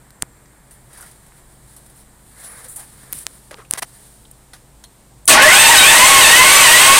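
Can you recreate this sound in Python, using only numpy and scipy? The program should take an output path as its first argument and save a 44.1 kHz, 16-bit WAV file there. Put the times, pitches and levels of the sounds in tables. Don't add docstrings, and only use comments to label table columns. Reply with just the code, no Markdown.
import sys
import numpy as np
from scipy import signal
from scipy.fft import rfft, irfft, next_fast_len
from scipy.io import wavfile
from scipy.ndimage import uniform_filter1d

SR = 44100
rng = np.random.default_rng(int(sys.argv[2]) if len(sys.argv) > 2 else 0)


def voltage_ratio(decibels):
    exponent = np.asarray(decibels, float) / 20
    return 10 ** exponent


def store_wav(level_fs):
    pcm = np.round(np.clip(np.atleast_2d(level_fs), -1, 1) * 32767)
    wavfile.write(sys.argv[1], SR, pcm.T.astype(np.int16))


N = 308259
T = np.arange(N) / SR
HZ = np.fft.rfftfreq(next_fast_len(N), 1 / SR)
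HOP = 1024


def noise():
    return rng.standard_normal(N)


def evened(x):
    return x / np.sqrt(np.mean(x ** 2) + 1e-20)


def coloured(x, points):
    hz, db = np.transpose(points)
    gain = voltage_ratio(np.interp(np.log(HZ + 1), np.log(hz), db, left=-90, right=-90))
    shaped = irfft(rfft(x, next_fast_len(N)) * gain, next_fast_len(N))
    return evened(shaped[:N])


def band(x, lo_hz, hi_hz):
    return signal.sosfilt(signal.butter(3, [lo_hz, hi_hz], "bandpass", fs=SR, output="sos"), x)


def columns(rows):
    s, *rest = np.transpose(rows)
    return [np.interp(T, s, c) for c in rest]


def drift(rate_hz):
    falloff = 1 + (np.fft.rfftfreq(8192, 64 / SR) / rate_hz) ** 2
    coarse = irfft(rfft(rng.standard_normal(8192)) / falloff)
    return evened(np.interp(T, np.arange(8192) * 64 / SR, coarse))


def resonate(x, hz, width_hz):
    return signal.lfilter(*signal.iirpeak(hz, hz / width_hz, SR), x)


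def ramp(s, length):
    return np.clip((T - s) / length, 0, 1)


def add(mix, s, sound):
    part = mix[round(s * SR):][:len(sound)]
    part += sound[:len(part)]


def yard():
    # (frequency [Hz], density [dB per Hz])
    floor_colour = [(15, -32), (25, 7.5), (60, -7), (81, -7), (119, 1.5), (306, -12.5), (389, -12),
                    (413, -10.5), (900, -11.5), (1170, -30), (1980, -120)]
    # (frequency [Hz], density [dB per Hz])
    hiss_colour = [(530, -55), (900, -3), (1080, -2), (1390, -7.5), (1690, -9), (2670, -12.5), (2910, -12),
                   (4030, -11), (4180, -11.5), (5720, -15), (6380, -13), (8530, -2), (11100, -12),
                   (15100, -13), (16200, -26)]
    # (frequency [Hz], waver [Hz], level [dB])
    machines = [(53.8, 1.5, -54.5), (131, 4, -57), (210, 1.5, -65), (272, 2, -69), (309, 3, -68),
                (360.7, 2, -68), (7380, 17.2, -66), (8900, 25, -72), (7960, 25, -76), (13050, 25, -83)]
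    floor_db, hiss_db = -50, -53
    out = voltage_ratio(floor_db - 3.5) * coloured(noise(), floor_colour)
    out = out + voltage_ratio(hiss_db - 3.0 + 0.5 * drift(0.6)) * coloured(noise(), hiss_colour)
    for hz, waver_hz, db in machines:
        fade_db = -2.5 * T if hz > 5000 else 0
        phase = 2 * np.pi * np.cumsum(hz + waver_hz * drift(8.84)) / SR
        out = out + voltage_ratio(db + 1.5 + 2 * drift(7.4) + fade_db) * np.sin(phase)
    return out


def rustle():
    # (time [s], movement [dB])
    movement = [(0.0, -56), (0.32, -73), (0.69, -51), (1.13, -43), (1.3, -48.5), (1.84, -41), (2.12, -53),
                (2.38, -35), (2.53, -31), (2.63, -32.5), (2.79, -41), (3.11, -33.5), (3.35, -39),
                (3.74, -47), (3.95, -37), (4.28, -44), (4.59, -65), (5.25, -57)]
    # (frequency [Hz], density [dB per Hz])
    fine_colour = [(1530, -53), (2600, -17.5), (3840, -9.5), (6320, -14), (9330, 1), (9770, -1),
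                   (10300, -5), (12700, -12.5), (15100, -12), (16200, -21)]
    # (frequency [Hz], density [dB per Hz])
    dull_colour = [(300, -36), (450, 7), (700, 3.5), (1000, 5.5), (1400, 7.5), (1800, 9), (2250, 4),
                   (2500, -2), (3200, -38)]
    fine_db = columns(movement)[0]
    over_db = fine_db + 41.5
    dull_db = -53 - 1.4 * T + 1.56 * np.maximum(over_db, 0)
    rumble_db = -51 + 0.11 * over_db
    flicker_db = 2 * drift(11)
    fine = voltage_ratio(fine_db - 12 + flicker_db) * coloured(noise(), fine_colour)
    dull = voltage_ratio(dull_db - 6 + 0.5 * flicker_db) * coloured(noise(), dull_colour)
    rumble = voltage_ratio(rumble_db - 10) * evened(band(noise(), 28, 290))
    air = voltage_ratio(-65) * ramp(2.5, 0.24) * evened(band(noise(), 2400, 8300))
    return (fine + dull + rumble + air) * (T < movement[-1][0])


def handling():
    # (frequency [Hz], width [Hz], level [dB])
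    case_modes = [(525, 140, -23), (760, 260, 16.5), (980, 50, 12), (1200, 490, 16.5), (1650, 290, 18),
                  (1930, 39, 19)]
    # (frequency [Hz], density [dB per Hz])
    tap_treble = [(4500, -51), (6800, -14.5), (9300, 1.5), (10300, -4), (12700, -12), (16200, -18)]
    # (time [s], treble peak [dB], dull peak [dB], decay by 60 dB [s])
    taps = [(0.1053, -26, -30, 0.012), (0.457, -50, -42, .04), (0.7093, -33.5, -45, 0.25),
            (0.931, -36, -53, 0.093), (0.9732, -34, -44, 0.13), (1.0082, -26, -54, 0.059),
            (1.0244, -31, -41, 0.063), (1.062, -37, -53, 0.087), (1.1124, -35, -45, 0.064),
            (1.2635, -38, -46, 0.071), (1.764, -29.5, -39.5, 0.12), (1.8612, -34, -43, 0.058),
            (1.8981, -36, -45, 0.091), (2.644, -21, -30, 0.03), (2.6828, -25, -59, 0.54),
            (2.76, -18, -36, 0.11), (2.795, -29, -42, 0.074), (2.519, -28, -45, .04),
            (3.187, -27, -50, .04), (3.207, -32, -54, .08), (3.6474, -59, -50, 0.046),
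            (4.313, -23, -55, 0.015), (4.5332, -31.5, -31.5, 0.16), (4.838, -30.5, -35, 0.072),
            (5.255, -16, -48, 0.021)]
    # (time [s], length [s], treble [dB], dull [dB])
    drags = [(0.868, 0.3, -51.5, -52), (1.942, 0.1, -49, -63), (2.419, 0.079, -41, -50),
             (2.645, 0.031, -46, -51), (2.765, 0.1, -50, -48.5), (3.12, 0.095, -34.5, -64),
             (3.197, 0.052, -40, -71), (3.508, 0.011, -43, -36.5), (3.514, 0.032, -55, -44),
             (3.559, 0.076, -71, -47.5), (3.721, 0.013, -39, -46), (3.732, 0.041, -43, -38.5),
             (3.771, 0.03, -28, -30), (3.819, 0.018, -25.5, -23.5), (3.822, 0.033, -43, -42.5)]
    contact = noise()
    case = sum(voltage_ratio(db) * resonate(contact, hz, w) for hz, w, db in case_modes)
    treble, middle = coloured(contact, tap_treble), evened(band(contact, 1700, 7200))
    colours = np.array([treble, middle, evened(case)])
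    gains, t = np.zeros((3, N)), np.arange(SR // 5) / SR
    for s, treble_db, dull_db, t60 in taps:
        shape = (1 - np.exp(-t / 0.00025)) * voltage_ratio(-60 * t / t60)
        for gain, db in zip(gains, (treble_db, dull_db - 4.5, dull_db)):
            add(gain, s, voltage_ratio(db - 9.5) * shape)
    for s, length, treble_db, dull_db in drags:
        middle_db = dull_db + 0.86 * (treble_db - dull_db) - 9
        for gain, db in zip(gains, (treble_db, middle_db, dull_db)):
            add(gain, s, voltage_ratio(db) * signal.windows.tukey(round(length * SR), 0.6))
    return (gains * colours).sum(0)


def knocks():
    # (time [s], level [dB], width [ms])
    pushes = [
        (0.2302, -20.5, 0.5),
        (0.2312, -19.5, 0.2),
        (1.322, -34, 0.13),
        (3.034, -33, 0.17),
        (3.5434, -17, 0.061),
        (3.7378, -28, 0.69),
    ]
    # (time [s], frequency [Hz], width [Hz], level [dB], decay by 60 dB [s])
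    ringing_parts = [(.945, 1700, 350, -52, .25), (.985, 1000, 400, -47, .15), (1.0, 1450, 250, -46, 0.13),
                     (1.026, 1370, 120, -41, .08), (1.041, 1810, 300, -51, .2),
                     (3.6, 1100, 200, -39, 0.067), (3.619, 1100, 200, -39, 0.045),
                     (2.765, 820, 60, -47, 0.4), (2.65, 503, 60, -46, .15), (2.912, 120, 80, -39, .1),
                     (3.031, 130, 100, -34, .08), (2.958, 119, 90, -50, 0.5), (3.11, 110, 120, -45, .6),
                     (3.513, 597, 300, -32, 0.04), (3.525, 1200, 250, -34, .03),
                     (3.526, 445, 150, -43, 0.22), (3.583, 447, 150, -37, 0.068),
                     (3.541, 900, 400, -35, 0.05), (3.583, 1160, 250, -45, 0.23),
                     (3.648, 2600, 500, -42, .03), (4.251, 3300, 700, -37.5, 0.024),
                     (4.534, 1490, 200, -45, 0.11), (4.533, 4000, 1200, -39, .04),
                     (4.838, 3200, 300, -46, .09), (4.838, 4150, 350, -41, .05),
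                     (4.838, 3700, 300, -45, 0.054), (4.838, 6300, 2500, -36, 0.03),
                     (4.845, 4200, 200, -51, 0.12), (5.2764, 9460, 2450, -1, 0.11),
                     (5.2767, 4220, 4000, -9.5, 0.27), (5.308, 9300, 700, -10, 0.31),
                     (5.325, 6000, 4000, -5.5, 0.14), (5.295, 615, 39.4, -12.5, 0.97),
                     (5.345, 830, 44.6, -8.5, 0.41), (5.285, 1153, 60, -12, 0.44),
                     (5.29, 252, 199, -20.5, 0.82)]
    out, t = np.zeros(N), np.arange(SR // 5) / SR
    for s, db, width_ms in pushes:
        u = (t[:400] * 1000 - 4) / width_ms
        add(out, s - 4 / 1000, voltage_ratio(db) * (1 - 0.5 * u ** 2) * np.exp(-0.5 * u ** 2))
    for s, hz, width_hz, db, t60 in ringing_parts:
        puff = rng.standard_normal(len(t))
        for _ in range(2):
            puff = resonate(puff, hz, 1.13 * width_hz)
        rise = np.minimum(t / 0.002, 1) ** 2
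        add(out, s, rise * voltage_ratio(db - 60 * t / t60) * evened(puff))
    return out


def snaps():
    # (time [s], port ring [dB], ring [Hz], ring hold [ms], push [dB])
    case_snaps = [
        (0.2231, -3, 9300, 0.47, 23),
        (0.2237, -8, 7900, 0.4, -40),
        (0.2242, -20, 8500, 0.5, -40),
        (3.1273, -6, 12900, 0.22, -13.5),
        (3.1314, -12, 9800, 0.43, -8),
        (3.267, -4, 8600, 0.093, 16),
        (3.7102, 0, 9500, 0.64, -2),
        (3.7368, 10, 8700, 0.18, 27),
    ]
    out, ms = np.zeros(N), np.arange(300) / SR * 1000
    spring_back = 0.47 * 0.031 / 0.43 * np.exp(-ms / 0.15)
    push = np.convolve(spring_back - np.exp(-ms / 0.0037), [.3, .5, .3])[:len(ms)]
    for s, db, ring_hz, hold_ms, push_db in case_snaps:
        fade = voltage_ratio(-60 * np.maximum(ms - hold_ms, 0) / 0.27)
        uneven = 1 + 0.5 * uniform_filter1d(rng.standard_normal(len(ms)), size=5)
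        ring = -np.sin(2 * np.pi * ring_hz * ms / 1000) * fade * uneven
        add(out, s, voltage_ratio(db) * ring + voltage_ratio(push_db) * push)
    return out


def valve():
    out, t = np.zeros(N), np.arange(0, 0.215, 1 / SR)
    rise_s, rise_db, fade_db_per_s = 0.02, 14, 75
    db = -38 - np.maximum(rise_db * (1 - t / rise_s), fade_db_per_s * (t - rise_s))
    add(out, 2.428, voltage_ratio(db) * np.sqrt(2) * np.sin(2 * np.pi * 9798 * t))
    return out


def crank():
    # (time [s], tooth rate [Hz])
    speed = [(5.28, 340.3), (5.385, 483), (5.5, 675), (5.6, 892), (5.68, 905), (5.72, 985), (5.765, 750),
             (5.81, 745), (5.95, 963), (6.1, 1113), (6.19, 1087), (6.245, 870), (6.53, 1150), (6.625, 1115),
             (6.65, 985), (6.69, 915), (6.86, 1075), (6.99, 1150)]
    # (time [s], time until the load is gone [s])
    crank_turns = [
        (5.28, 0.14),
        (5.785, 0.35),
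        (6.25, 0.17),
        (6.69, 0.25),
    ]
    load, sag_s = np.ones(N), 0.098
    for s, run_up_s in crank_turns:
        slackening = (1 - ramp(s, run_up_s)) ** 1.5
        load = load + ramp(s - sag_s, sag_s) * (slackening - load)
    return uniform_filter1d(columns(speed)[0], size=900), load


def tooth_tones(tooth_hz, load, turns):
    # (level [dB], extra under full load [dB], slope [dB per octave of speed])
    teeth = [(-16, -0.5, 7.5), (-21.5, 5, 2.5), (-26.5, 4.5, 3), (-31.5, 11.5, 1), (-33.5, 13.5, 0)]
    # (frequency [Hz], gain [dB])
    gearbox = [(330, -28), (480, -6), (600, -6), (760, -12), (900, -6.5), (1500, -5), (2500, -2),
               (4000, -5)]
    # (time [s], multiple [count], change [dB])
    swells = [(5.428, 1, 13), (5.483, 1, 8), (5.65, 1, 8.5), (5.7, 1, 8.5), (5.93, 1, 6.5), (6.13, 1, -4),
              (6.41, 1, 5), (6.7, 1, 8), (6.89, 1, 2), (5.72, 2, 5), (5.79, 2, -0.5), (6.33, 2, 6.5),
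              (6.66, 2, 2), (6.75, 2, 4.5), (5.39, 3, 10), (5.435, 3, 14), (5.48, 3, 14), (5.525, 3, 11),
              (5.58, 3, 7), (5.84, 3, 10), (5.89, 3, 8), (6.03, 3, 3.5), (6.25, 3, 4.5), (6.36, 3, 5),
              (6.77, 3, -1), (5.45, 4, 8), (5.5, 4, 4), (5.555, 4, 9), (6.7, 4, -8), (5.54, 2, 7),
              (5.79, 5, 8.5), (5.9, 4, 8), (6.58, 2, 3), (5.56, 1, -7), (5.8, 1, 1), (5.87, 1, 2),
              (6.08, 1, -6.5), (6.19, 1, -1.5), (6.28, 1, 4), (6.345, 1, -10), (6.47, 1, -1), (6.58, 1, 0),
              (6.77, 1, -6), (6.94, 1, -3.5), (5.45, 2, 6), (5.87, 2, -3), (6.02, 1, 4), (6.07, 2, 2.5),
              (6.15, 2, -1), (6.22, 2, 0), (6.41, 2, 10), (6.82, 1, 2), (6.91, 2, -5), (6.97, 2, -4),
              (5.63, 3, 1), (5.96, 3, -6), (6.65, 3, 1), (5.6, 4, 14), (5.67, 4, 13), (5.6, 2, 4.5)]
    tones = []
    for multiple, (db, load_db, slope_db) in enumerate(teeth, 1):
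        level_db = db + load_db * load + slope_db * np.log2(tooth_hz / 1000)
        level_db = level_db + np.interp(multiple * tooth_hz, *np.transpose(gearbox))
        level_db = level_db + 1.2 * drift(11)
        for s, swelling, change_db in swells:
            if round(swelling) == multiple:
                level_db = level_db + change_db * np.exp(-((T - s) / 0.027) ** 2)
        uneven_db = 1.9 * drift(29)
        tones.append(voltage_ratio(level_db + 1.5 + uneven_db) * np.cos(2 * np.pi * multiple * turns))
    return tones


def engagement(load):
    # (time [s], body [dB], treble rattle [dB], decay by 60 dB [s])
    pinion_blows = [
        (5.278, -13, 16.5, 0.0084),
        (5.298, -12, -9, 0.2),
        (5.426, -17, -21, 0.17),
    ]
    body_gain = voltage_ratio(-9.5 + 0.5 * load) * ramp(5.29, 0.012)
    rattle_gain = voltage_ratio(-18) * ramp(5.373, 0.18)
    for s, body_db, rattle_db, t60 in pinion_blows:
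        blow = ramp(s - t60 / 20, t60 / 20) * voltage_ratio(-60 * np.maximum(T - s, 0) / t60)
        body_gain = body_gain + voltage_ratio(body_db) * blow
        rattle_gain = rattle_gain + voltage_ratio(rattle_db) * blow
    return body_gain, rattle_gain, ramp(pinion_blows[0][0] - 0.0015, 0.011) ** 2


def shaken_panels(force):
    # (frequency [Hz], width [Hz], level [dB])
    shell_modes = [(620, 18.6, -0.5), (805, 24, 4), (917, 13.6, -3.5), (1011, 23, -0.5), (1095, 20.6, 0),
                   (1234, 16, 0.5), (1495, 9.5, 1.5), (1565, 3.7, 7.5), (1734, 15, -4), (1885, 21.6, 4),
                   (1940, 41, -8), (2084, 16, 4), (2175, 21, -7.5),
                   (2300, 8.9, 1), (2455, 27, -0.5), (2516, 14, 5), (2638, 25, 3), (2756, 16, 2),
                   (2943, 22, 1.5), (3100, 36, 3), (3235, 27, -2.5), (3777, 20, 4), (3695, 20, 0.5),
                   (4330, 5.9, 2), (4580, 13, -1), (3405, 24, -2.5)]
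    out = np.zeros(N)
    for k, (hz, width_hz, db) in enumerate(shell_modes):
        sign = (-1) ** k
        out += sign * voltage_ratio(db + 2 * drift(7)) * resonate(force, hz, width_hz)
    return out


def treble_rattle(impacts, gain):
    # (frequency [Hz], density [dB per Hz])
    rattle_colour = [(2650, 6), (4500, 2.5), (5430, -3), (6210, 7.5), (7210, 8.5), (7980, 9), (8380, 11.5),
                     (10700, 4), (15200, -2.5), (16200, -92)]
    # (frequency [Hz], width [Hz], share [ratio])
    port_modes = [(8150, 190, 1.2), (8650, 180, .5), (7750, 140, .45), (9250, 200, .25), (9950, 150, .25),
                  (6250, 200, .25)]
    rattle = gain * voltage_ratio(0.64 * drift(27)) * coloured(impacts, rattle_colour)
    return rattle + sum(share * voltage_ratio(2.8 * drift(2.5)) * resonate(rattle, hz, w) for hz, w, share in port_modes)


def starter():
    direct = [.38, 1.2, 1.15, 1.1, .6]
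    # (frequency [Hz], density [dB per Hz])
    body_colour = [(20, -9), (70, -13), (180, -14), (300, -9.5), (508, -4.5), (605, -3), (740, -6),
                   (788, -0.5), (1060, 1), (1330, -1.5), (1940, 2.5), (6000, -11), (7800, -75),
                   (13200, -120)]
    tooth_hz, load = crank()
    body_gain, rattle_gain, engage = engagement(load)
    turns = np.cumsum(tooth_hz * (1 + 0.014 * drift(90))) / SR
    tones = tooth_tones(tooth_hz, load, turns)
    whine, airborne = sum(tones), np.dot(direct, tones)
    impacts = (0.5 + np.exp(-(turns % 1) / 0.31)) * noise()
    clatter = voltage_ratio(-4.5) * body_gain * coloured(impacts, body_colour)
    panels = shaken_panels(1.6 * whine + clatter)
    rattle = treble_rattle(impacts, rattle_gain)
    drive_db = 8
    return voltage_ratio(drive_db) * engage * (airborne + 0.6 * clatter + 1.094 * panels + rattle)


def scene():
    mono = yard() + rustle() + handling() + knocks() + snaps() + valve() + starter()
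    return np.tile(mono, (2, 1))


def starved(x):
    # (frequency [Hz], threshold [dB])
    holes = [(3000, -14), (5800, -3.5), (8000, -9), (11000, -3.5), (13000, -1.8), (16000, -1.5)]
    hz, _, z = signal.stft(x, SR, nperseg=2 * HOP, noverlap=3 * HOP // 2)
    power = uniform_filter1d(abs(z) ** 2, size=3, axis=1)
    near = uniform_filter1d(power, size=7, axis=0)
    wide = uniform_filter1d(power, size=61, axis=0)
    edge = voltage_ratio(2 * np.interp(hz, *np.transpose(holes), left=-90))[:, None]
    thinned = np.where(near < edge * wide, 0.14 * z, z)
    return signal.istft(thinned, SR, nperseg=2 * HOP, noverlap=3 * HOP // 2)[1][:N]


def splits():
    # (centre time [s], middle frequency [Hz])
    patches = [(5.545, 5250), (5.545, 11100), (5.614, 5550), (5.614, 9700), (5.661, 4800), (5.777, 5000),
               (5.8, 9700), (5.8, 15300), (6.032, 8600), (6.056, 6350), (6.148, 14500), (6.218, 10400),
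               (6.288, 4800), (6.566, 5500), (6.566, 7300), (6.566, 9000), (6.566, 11100), (6.636, 7000),
               (6.799, 9000), (6.961, 9650)]
    # (frequency [Hz], level [dB])
    patch_level = [(4000, -3), (6500, -8), (8500, 2.5), (10500, -8.5), (15500, -22)]
    grid, width_hz = 785, 1800
    side, n = np.zeros(N), np.arange(2 * HOP) + 0.5 + HOP / 2
    window = signal.windows.kaiser_bessel_derived(2 * HOP, 4 * np.pi)
    for s, hz in patches:
        first = (hz - width_hz // 2) * 2 * HOP // SR
        last = (hz + width_hz // 2) * 2 * HOP // SR
        bins = np.arange(first, last) + 0.5
        patch = np.cos(np.pi / HOP * np.outer(n, bins)) @ rng.standard_normal(len(bins))
        start = grid + HOP * (round((s * SR - grid) / HOP) - 1)
        db = np.interp(hz, *np.transpose(patch_level)) - 15.5
        add(side, start / SR, voltage_ratio(db) * evened(patch) * window)
    return side


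def top_cut(x):
    return signal.sosfilt(signal.butter(12, 15950, fs=SR, output="sos"), x)


def record(dry):
    ceiling, knee = 0.72, 6.0
    x = dry / (1 + abs(dry / ceiling) ** knee) ** (1 / knee)
    x = signal.lfilter([1, -.05], [1 - .05], x)
    low_pass = signal.firwin(255, 16400, window=("kaiser", 9), fs=SR)
    x = signal.oaconvolve(x, low_pass[None], "same")
    return top_cut(starved(x[0]) + splits() * [[1], [-1]])


dry = scene()
out = record(dry)
store_wav(out)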